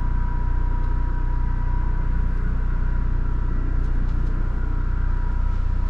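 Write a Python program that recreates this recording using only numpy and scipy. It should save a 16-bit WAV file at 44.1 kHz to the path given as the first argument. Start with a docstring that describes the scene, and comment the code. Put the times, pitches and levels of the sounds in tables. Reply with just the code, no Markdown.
"""Rooftop air conditioner in a camper

A compressor shaft turning thirty times a second drives a harmonic hum and a whine on its 32nd order.
A fan beats slowly against the hum, and air rushes from the vents. A hand-held microphone moves through
the bedroom's standing waves, so bands swell and sink. Faint rustles and a bump sound close by, and a
thin, high hiss comes and goes."""
import sys
import numpy as np
from scipy import signal
from scipy.fft import irfft
from scipy.io import wavfile
from scipy.ndimage import uniform_filter1d

SR = 44100
rng = np.random.default_rng(int(sys.argv[2]) if len(sys.argv) > 2 else 0)


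def master_out(mix):
    """Clip the mix to full scale and print it as 16-bit PCM to the path in sys.argv[1]."""
    frames = np.transpose(np.atleast_2d(mix))
    ceiling = np.clip(frames, -1, 1)
    pcm = np.round(ceiling * 32767).astype(np.int16)
    wavfile.write(sys.argv[1], SR, pcm)


N = 260101
TIME = np.arange(N) / SR
BINS = np.fft.rfftfreq(N, 1 / SR)

# compressor shaft speed, sagging a little under load: time_s, speed_hz
SHAFT_SPEED = [(0.0, 30.37), (0.85, 30.14), (2.3, 30.43), (2.95, 30.21), (3.8, 30.34), (4.5, 30.26),
               (5.9, 30.28)]
# rush of the vents along the microphone's path: time_s, level_db
VENT_LEVEL = [(0, -47.5), (1.55, -47), (2.1, -47), (2.85, -47), (3.35, -48.5), (4.05, -47), (4.55, -48.5),
              (5.35, -48.5), (5.9, -49)]


def compressor_hum(turns, first_db=-21.7, second_db=-28.2, jitter_turns=.0022, knock_turn=.3852):
    """Periodic forcing: pressure builds and lets go once a turn, a knock follows, and the cabin rings."""
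    # harmonics of the knock: shaft_order, relative_db
    knock_orders = [(5, -44), (6, -48), (7, -53.5), (8, -49.5), (9, -54)]
    # harmonics that ring on in the cabin: shaft_order, relative_db
    ring_orders = [(10, -50), (11, -54.5), (12, -59), (13, -64.5), (14, -55.5), (15, -73.5), (16, -70),
                   (17, -67)]
    third_db = swing_level(-37, 5.5, ease=.93) + 1.26 * drift(3.2)
    fourth_db = swing_level(-35.5, -9.5) + .8 * drift(1.7)
    knock_db = swing_level(.9, -4) + .8 * drift(1.7)
    ring_db = swing_level(-.54, -2.5) + .8 * drift(1.7)
    uneven = turns + jitter_turns * drift(14)  # each stroke comes a little early or late
    stroke_db = [first_db, second_db, third_db, fourth_db]
    sawtooth = sum(-amp(db) * np.sin(2 * np.pi * k * uneven) for k, db in enumerate(stroke_db, 1))
    knock = sum(amp(db) * np.cos(2 * np.pi * k * (turns - knock_turn)) for k, db in knock_orders)
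    knock *= amp(knock_db) * (1 + .14 * drift(11))  # no two knocks are quite alike
    # reflections scatter the phases of the higher orders, so they fill the whole turn
    ring = sum(amp(db) * shaft_tone(turns, k, scatter=.19).mean(0) for k, db in ring_orders)
    stroke = sawtooth * (1 + .049 * drift(5.5))
    return np.sqrt(2) * (stroke + knock) + amp(ring_db) * ring


def compressor_whine(turns, order=32, waver_hz=1.8, throb_depth=.16, panel_hz=940, half_width_hz=55):
    """Modulation and resonance: a wavering tone throbs once a turn in the noise of a panel it rings."""
    # the whine along the microphone's path: time_s, relative_db, left_minus_right_db
    whine_path = [(0.0, -44, 2.5), (0.2, -44.5, 2), (0.3, -40, 2), (0.42, -43, 2), (0.8, -43.5, 2.5),
                  (1.25, -45.5, 2), (1.33, -42.5, 2), (1.42, -46, 4), (1.81, -44, 4.5), (2.1, -48, 5.5),
                  (2.51, -55.5, 6.5), (2.8, -48.5, 6), (3.2, -53, 6.5), (3.42, -50.5, 5.5), (3.62, -59, 8),
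                  (3.77, -53.5, 2), (4.0, -56.5, 0), (4.61, -53, 10.5), (5.01, -52, 6.5), (5.24, -46, 3),
                  (5.52, -48.5, 3.5), (5.62, -56.5, -4), (5.84, -45.5, 1), (5.9, -50, 1.0)]
    level_db, side_db = follow(whine_path)
    flutter = 1 + .19 * (drift(25) + 1j * drift(25))
    waver = unit(np.gradient(uniform_filter1d(drift(9), 441)))
    cycles = order * turns + waver_hz * np.cumsum(waver) / SR
    carrier = unit((flutter * np.exp(2j * np.pi * cycles)).real)
    tone = amp(level_db + 1.04) * carrier * pan(side_db)
    # noise fades less than a tone in the room's nulls
    panel_db = level_db.max() - 9 + .68 * (level_db - level_db.max())
    resonance_db = -10 * np.log10(1 + ((BINS - panel_hz) / half_width_hz) ** 4)
    panel = amp(panel_db) * cabin_noise(resonance_db)
    throb = 1 + throb_depth * np.cos(2 * np.pi * (turns - .15))
    return throb * (tone + panel)


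def casing_buzz(turns, centre_hz=1420, half_width_hz=280):
    """Forced vibration: high shaft orders ring the casing, over a faint comb borne on the vent air."""
    # harmonics that stand out: shaft_order, level_db
    strong_orders = [(21, -68), (22, -65.5), (25, -71.5), (26, -66), (27, -73.5), (29, -69.5), (34, -58),
                     (35, -63.5), (36, -62), (40, -62.5), (42, -63.5), (43, -63.5), (45, -65.5), (49, -66),
                     (52, -63.5), (54, -64), (58, -67), (64, -67.5)]
    tones = sum(amp(db) * shaft_tone(turns, k, scatter=.89, knots=36) for k, db in strong_orders)
    weak_orders = np.setdiff1d(np.arange(18, 68), [k for k, _ in strong_orders])
    detuning = (weak_orders * SHAFT_SPEED[0][1] - centre_hz) / half_width_hz
    comb = sum(shaft_tone(turns, k, scatter=.97) / np.hypot(1, d) for k, d in zip(weak_orders, detuning))
    return tones + amp(follow(VENT_LEVEL)[0] - 24) * comb


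def fan(turns, in_phase_s=.155):
    """Beating: the lowest of the fan's steady tones slips in and out of phase with shaft order two."""
    # fan tones: pitch_hz, level_db
    tones = [(58.08, -41.5), (84.2, -53), (87.84, -59), (137.5, -58), (1993, -76)]
    hum_cycles = 2 * np.interp(in_phase_s, TIME, turns)
    elapsed = TIME - in_phase_s
    return -np.sqrt(2) * sum(amp(db) * np.sin(2 * np.pi * (hz * elapsed + hum_cycles)) for hz, db in tones)


def airflow(turns, surge_db=1.57, pulse_depth=.075):
    """Flow noise: a gently surging duct rumble, a vent rush that pulses twice a turn, and a broad hiss."""
    # spectra of the moving air: frequency_hz, relative_density_db
    duct_spectrum = [(5, -14.5), (13, 2.5), (22, -4.5), (50, -14), (75, -15.5), (110, -16.5), (160, -18),
                     (185, -13.5), (225, -17.5), (265, -20), (310, -23), (420, -25.5), (520, -29),
                     (750, -34.5), (4000, -81)]
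    vent_spectrum = [(500, -31), (800, -23.5), (1100, -8), (1230, -6), (1330, 0), (1450, -1), (1620, -5.5),
                     (1700, -12), (1900, -15), (2200, -16.5), (3000, -29), (5000, -57)]
    broad_spectrum = [(400, -10.5), (800, 5), (950, 17), (1250, 8.5), (1750, 14), (2100, 4), (2500, 4),
                      (3500, 0), (4800, -2.5), (6200, -7.5), (7700, -11), (8300, -18.5), (12000, -31),
                      (13000, -43.5), (15000, -56)]
    duct_db = swing_level(-34.5, 4) + surge_db * drift(.93)
    duct = amp(duct_db) * cabin_noise(spectrum(duct_spectrum))
    vent = amp(follow(VENT_LEVEL)[0]) * rippled_noise(spectrum(vent_spectrum))
    pulse = 1 + pulse_depth * np.cos(2 * np.pi * 2 * (turns - .2))
    hiss = amp(swing_level(-55, 2.5)) * cabin_noise(spectrum(broad_spectrum))
    return duct + vent * pulse + hiss


def rustles(grain_db=1, rise_share=.6):
    """Transient noise: short, grainy scuffs and ticks swell and die away exponentially."""
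    # scuffs near the microphone: peak_s, unfiltered_level_db, decay_s, cutoff_hz
    scuffs = [(.841, -52.5, 0.019, 4500), (.945, -59, .008, 5000), (2.375, -56, 0.0076, 7360),
              (3.843, -55, 0.002, 11000), (3.853, -55.5, 0.032, 9500), (3.955, -64, .025, 11000),
              (4.09, -48.5, 0.0027, 6000), (4.095, -52, 0.032, 5000), (4.19, -68, 0.096, 8900),
              (4.271, -55.5, 0.023, 7500), (4.271, -60, 0.006, 14000), (5.11, -58, 0.0087, 5500),
              (5.172, -60, 0.0046, 12000), (5.325, -58, .005, 11000), (5.55, -56, 0.093, 5300),
              (5.87, -57.5, .04, 6000)]
    # their spectrum: frequency_hz, relative_density_db
    scuff_spectrum = [(300, -10), (600, -2), (900, 8), (1300, -3), (2200, 0), (4000, 0.5), (6500, -2.5),
                      (8500, -8.5), (12000, -12), (15000, -21)]
    grains = cabin_noise(spectrum(scuff_spectrum)) / amp(grain_db * drift(500))
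    out = np.zeros((2, N))
    for peak_s, db, decay_s, cutoff_hz in scuffs:
        age = (TIME - peak_s) / decay_s
        envelope = np.exp(-np.maximum(-age / rise_share, age).clip(0, 50))
        out += amp(db) * envelope * signal.lfilter(*signal.butter(2, cutoff_hz, fs=SR), grains)
    return out


def finger_bump(start_s=4.083, level_db=-42.8, pitch_hz=895, decay_s=.025):
    """Damped oscillation: a finger bumps the microphone's case, which rings briefly in one mode."""
    age = np.maximum(TIME - start_s, 0)
    return amp(level_db) * np.exp(-age / decay_s) * np.sin(2 * np.pi * pitch_hz * age)


def high_hiss_swells(grain_db=1.5, peak_db=6, half_width_hz=600):
    """Modulated noise: faint swells of thin, high hiss, each peaking near 10-12 kHz."""
    # swells of the hiss: centre_s, half_length_s, level_db, peak_hz
    swells = [(2.32, .3, -77.5, 11900), (3.3, 0.11, -82, 12000), (3.81, 0.037, -76, 10700),
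              (3.95, 0.05, -81, 10800), (4.19, 0.099, -78, 9900), (4.55, 0.25, -77.5, 12000),
              (5.594, 0.46, -84, 9900)]
    # their common spectrum: frequency_hz, relative_density_db
    hiss_spectrum = [(3000, -20), (6500, 0), (8500, -3), (10700, -4), (12300, -6), (13000, -15),
                     (15000, -22)]
    grain = amp(grain_db * drift(80))
    out = np.zeros((2, N))
    for centre_s, half_s, db, peak_hz in swells:
        shape_db = spectrum(hiss_spectrum) + peak_db * bell(BINS, peak_hz, half_width_hz)
        out += amp(db) * bell(TIME, centre_s, half_s) * cabin_noise(shape_db)
    return grain * out


def standing_waves(sound):
    """Standing waves: one band swells or sinks as the microphone crosses each loud or quiet spot."""
    # spots on the path: centre_s, half_length_s, resonance_hz, half_width_hz, gain_db
    spots = [(0.05, .2, 1386, 59, 2), (0.27, .22, 1530, 45, 5.5), (0.948, 0.41, 179.5, 12, -5),
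             (1.0, 0.33, 1270, 19, 4.5), (1.092, 0.38, 499, 27, 6), (1.094, 0.31, 290, 51, 2.5),
             (1.501, .33, 1420, 110, -2.5), (1.55, .3, 1940, 25, 5.5), (2.22, .25, 1507, 60, 2.5),
             (2.358, 0.44, 182.5, 31, 3), (2.398, 0.46, 271, 55, -2), (2.8, 0.33, 1440, 86, 3.5),
             (3.5, 0.29, 1340, 42, 4.5), (3.546, .4, 1938, 30, 5), (3.647, .45, 273, 16, 6.5),
             (3.747, 0.61, 344, 50, 2), (3.802, 0.48, 484, 380, 0.5), (3.798, .9, 210.5, 12, 1),
             (4.03, 0.15, 1380, 90, -2), (4.75, .15, 293, 68, 3), (4.2, .5, 1525, 94, 1),
             (4.8, 0.47, 1393, 89, 4.5), (5.028, 0.17, 1600, 150, 5.5), (5.058, 0.12, 288, 59, -1.5),
             (5.45, .33, 1390, 80, 3), (5.6, .5, 310, 150, -1.5), (5.55, 0.27, 1530, 56, -3.5)]
    hz, s, frames = signal.stft(sound, SR, nperseg=4096, noverlap=3072)
    gain_db = sum(db * bell(s, centre_s, half_s) * bell(hz, mode_hz, half_hz)[:, None]
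                  for centre_s, half_s, mode_hz, half_hz, db in spots)
    return signal.istft(frames * amp(gain_db), SR, nperseg=4096, noverlap=3072)[1][:, :N]


def swing_level(vanity_db, change_db, ease=2.4, start_s=3.81, length_s=1.96):
    """Level depends on position: it shifts as the microphone swings from the vanity toward the bed."""
    return vanity_db + change_db * np.clip((TIME - start_s) / length_s, 0, 1) ** ease


def shaft_tone(turns, order, scatter, knots=24):
    """Interference: reflections make one order's strength and phase wander at the moving microphone."""
    knot_s = np.linspace(0, TIME[-1], knots)
    direct = np.exp(2j * np.pi * rng.random())
    reflected = rng.standard_normal((2, knots)) + 1j * rng.standard_normal((2, knots))
    shared, apart = (np.interp(TIME, knot_s, path) for path in direct + scatter * reflected)
    ports = np.array([shared, (shared + apart) / 2])
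    return unit((ports * np.exp(2j * np.pi * order * turns)).real)


def rippled_noise(shape_db, ripple_db=3, ripple_bins=160, places=6):
    """Room coloration: noise takes on peaks and dips that cross-fade as the microphone moves."""
    place = TIME / TIME[-1] * (places - 1)
    out = np.zeros((2, N))
    for k in range(places):
        ripple = unit(uniform_filter1d(rng.standard_normal(len(BINS)), ripple_bins))
        fade = np.cos(np.pi / 2 * np.clip(place - k, -1, 1))
        out += fade * cabin_noise(shape_db + ripple_db * ripple)
    return out


def cabin_noise(shape_db):
    """Spatial coherence: noise at two microphone ports is alike in the bass, partly diffuse higher up."""
    # likeness of the ports: frequency_hz, coherence_ratio
    port_coherence = [(100, .999), (300, .993), (600, .95), (1000, .9), (1500, .82), (2200, .65),
                      (4000, .6), (9000, .65)]
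    # their level difference: frequency_hz, left_minus_right_db
    port_balance = [(100, .1), (300, .2), (600, 2), (1400, 2.3), (2500, .8), (5000, 1), (9000, 2)]
    # their phase difference: frequency_hz, left_lead_rad
    port_lead = [(100, -0.23), (700, 0.49), (1800, -1.16), (2800, 0.023), (6000, 0.61)]
    coherence = spectrum(port_coherence)
    left = white()
    right = coherence * left + np.sqrt(1 - coherence ** 2) * white()
    right *= np.exp(-1j * spectrum(port_lead))
    ports = irfft(np.array([left, right]) * pan(spectrum(port_balance)) * amp(shape_db), N)
    return ports / np.std(ports.mean(0))


def drift(rate_hz):
    """Low-passed noise: a random fluctuation of rms 1, up to about the given rate."""
    return unit(irfft(white() * np.exp(-(BINS / rate_hz) ** 2), N))


def white():
    """The complex spectrum of white noise."""
    return rng.standard_normal(len(BINS)) + 1j * rng.standard_normal(len(BINS))


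def follow(rows):
    """Linear interpolation in time, one curve for each value column."""
    s, *columns = np.transpose(rows)
    return [np.interp(TIME, s, column) for column in columns]


def spectrum(points):
    """Interpolation on a log-frequency axis, one value for each bin."""
    hz, value = np.transpose(points)
    return np.interp(np.log(BINS + 1), np.log(hz + 1), value)


def bell(x, centre, half_width):
    """A Gaussian hump of height 1."""
    return np.exp(-np.minimum(((x - centre) / half_width) ** 2, 60))


def pan(db):
    """Left and right gains for a level difference."""
    return amp(np.array([db, -db]) / 2)


def amp(db):
    """Decibels to amplitude ratio."""
    return 10 ** (np.asarray(db) / 20)


def unit(x):
    """Normalisation to rms 1."""
    return x / np.sqrt(np.mean(x ** 2) + 1e-20)


def scene():
    """Superposition: one shaft times the compressor's sounds; the room colours hum, fan, buzz and air."""
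    turns = .485 + np.cumsum(follow(SHAFT_SPEED)[0]) / SR
    hum = pan(db=.3)[:, None] * compressor_hum(turns)
    room = standing_waves(hum + fan(turns) + casing_buzz(turns) + airflow(turns))
    return room + compressor_whine(turns) + rustles() + high_hiss_swells() + finger_bump()


def record(dry, cutoff_hz=15500):
    """Band limiting: a steep, zero-phase low-pass filter removes the highest treble."""
    return signal.sosfiltfilt(signal.butter(12, cutoff_hz, fs=SR, output="sos"), dry)


dry = scene()
out = record(dry)
master_out(out)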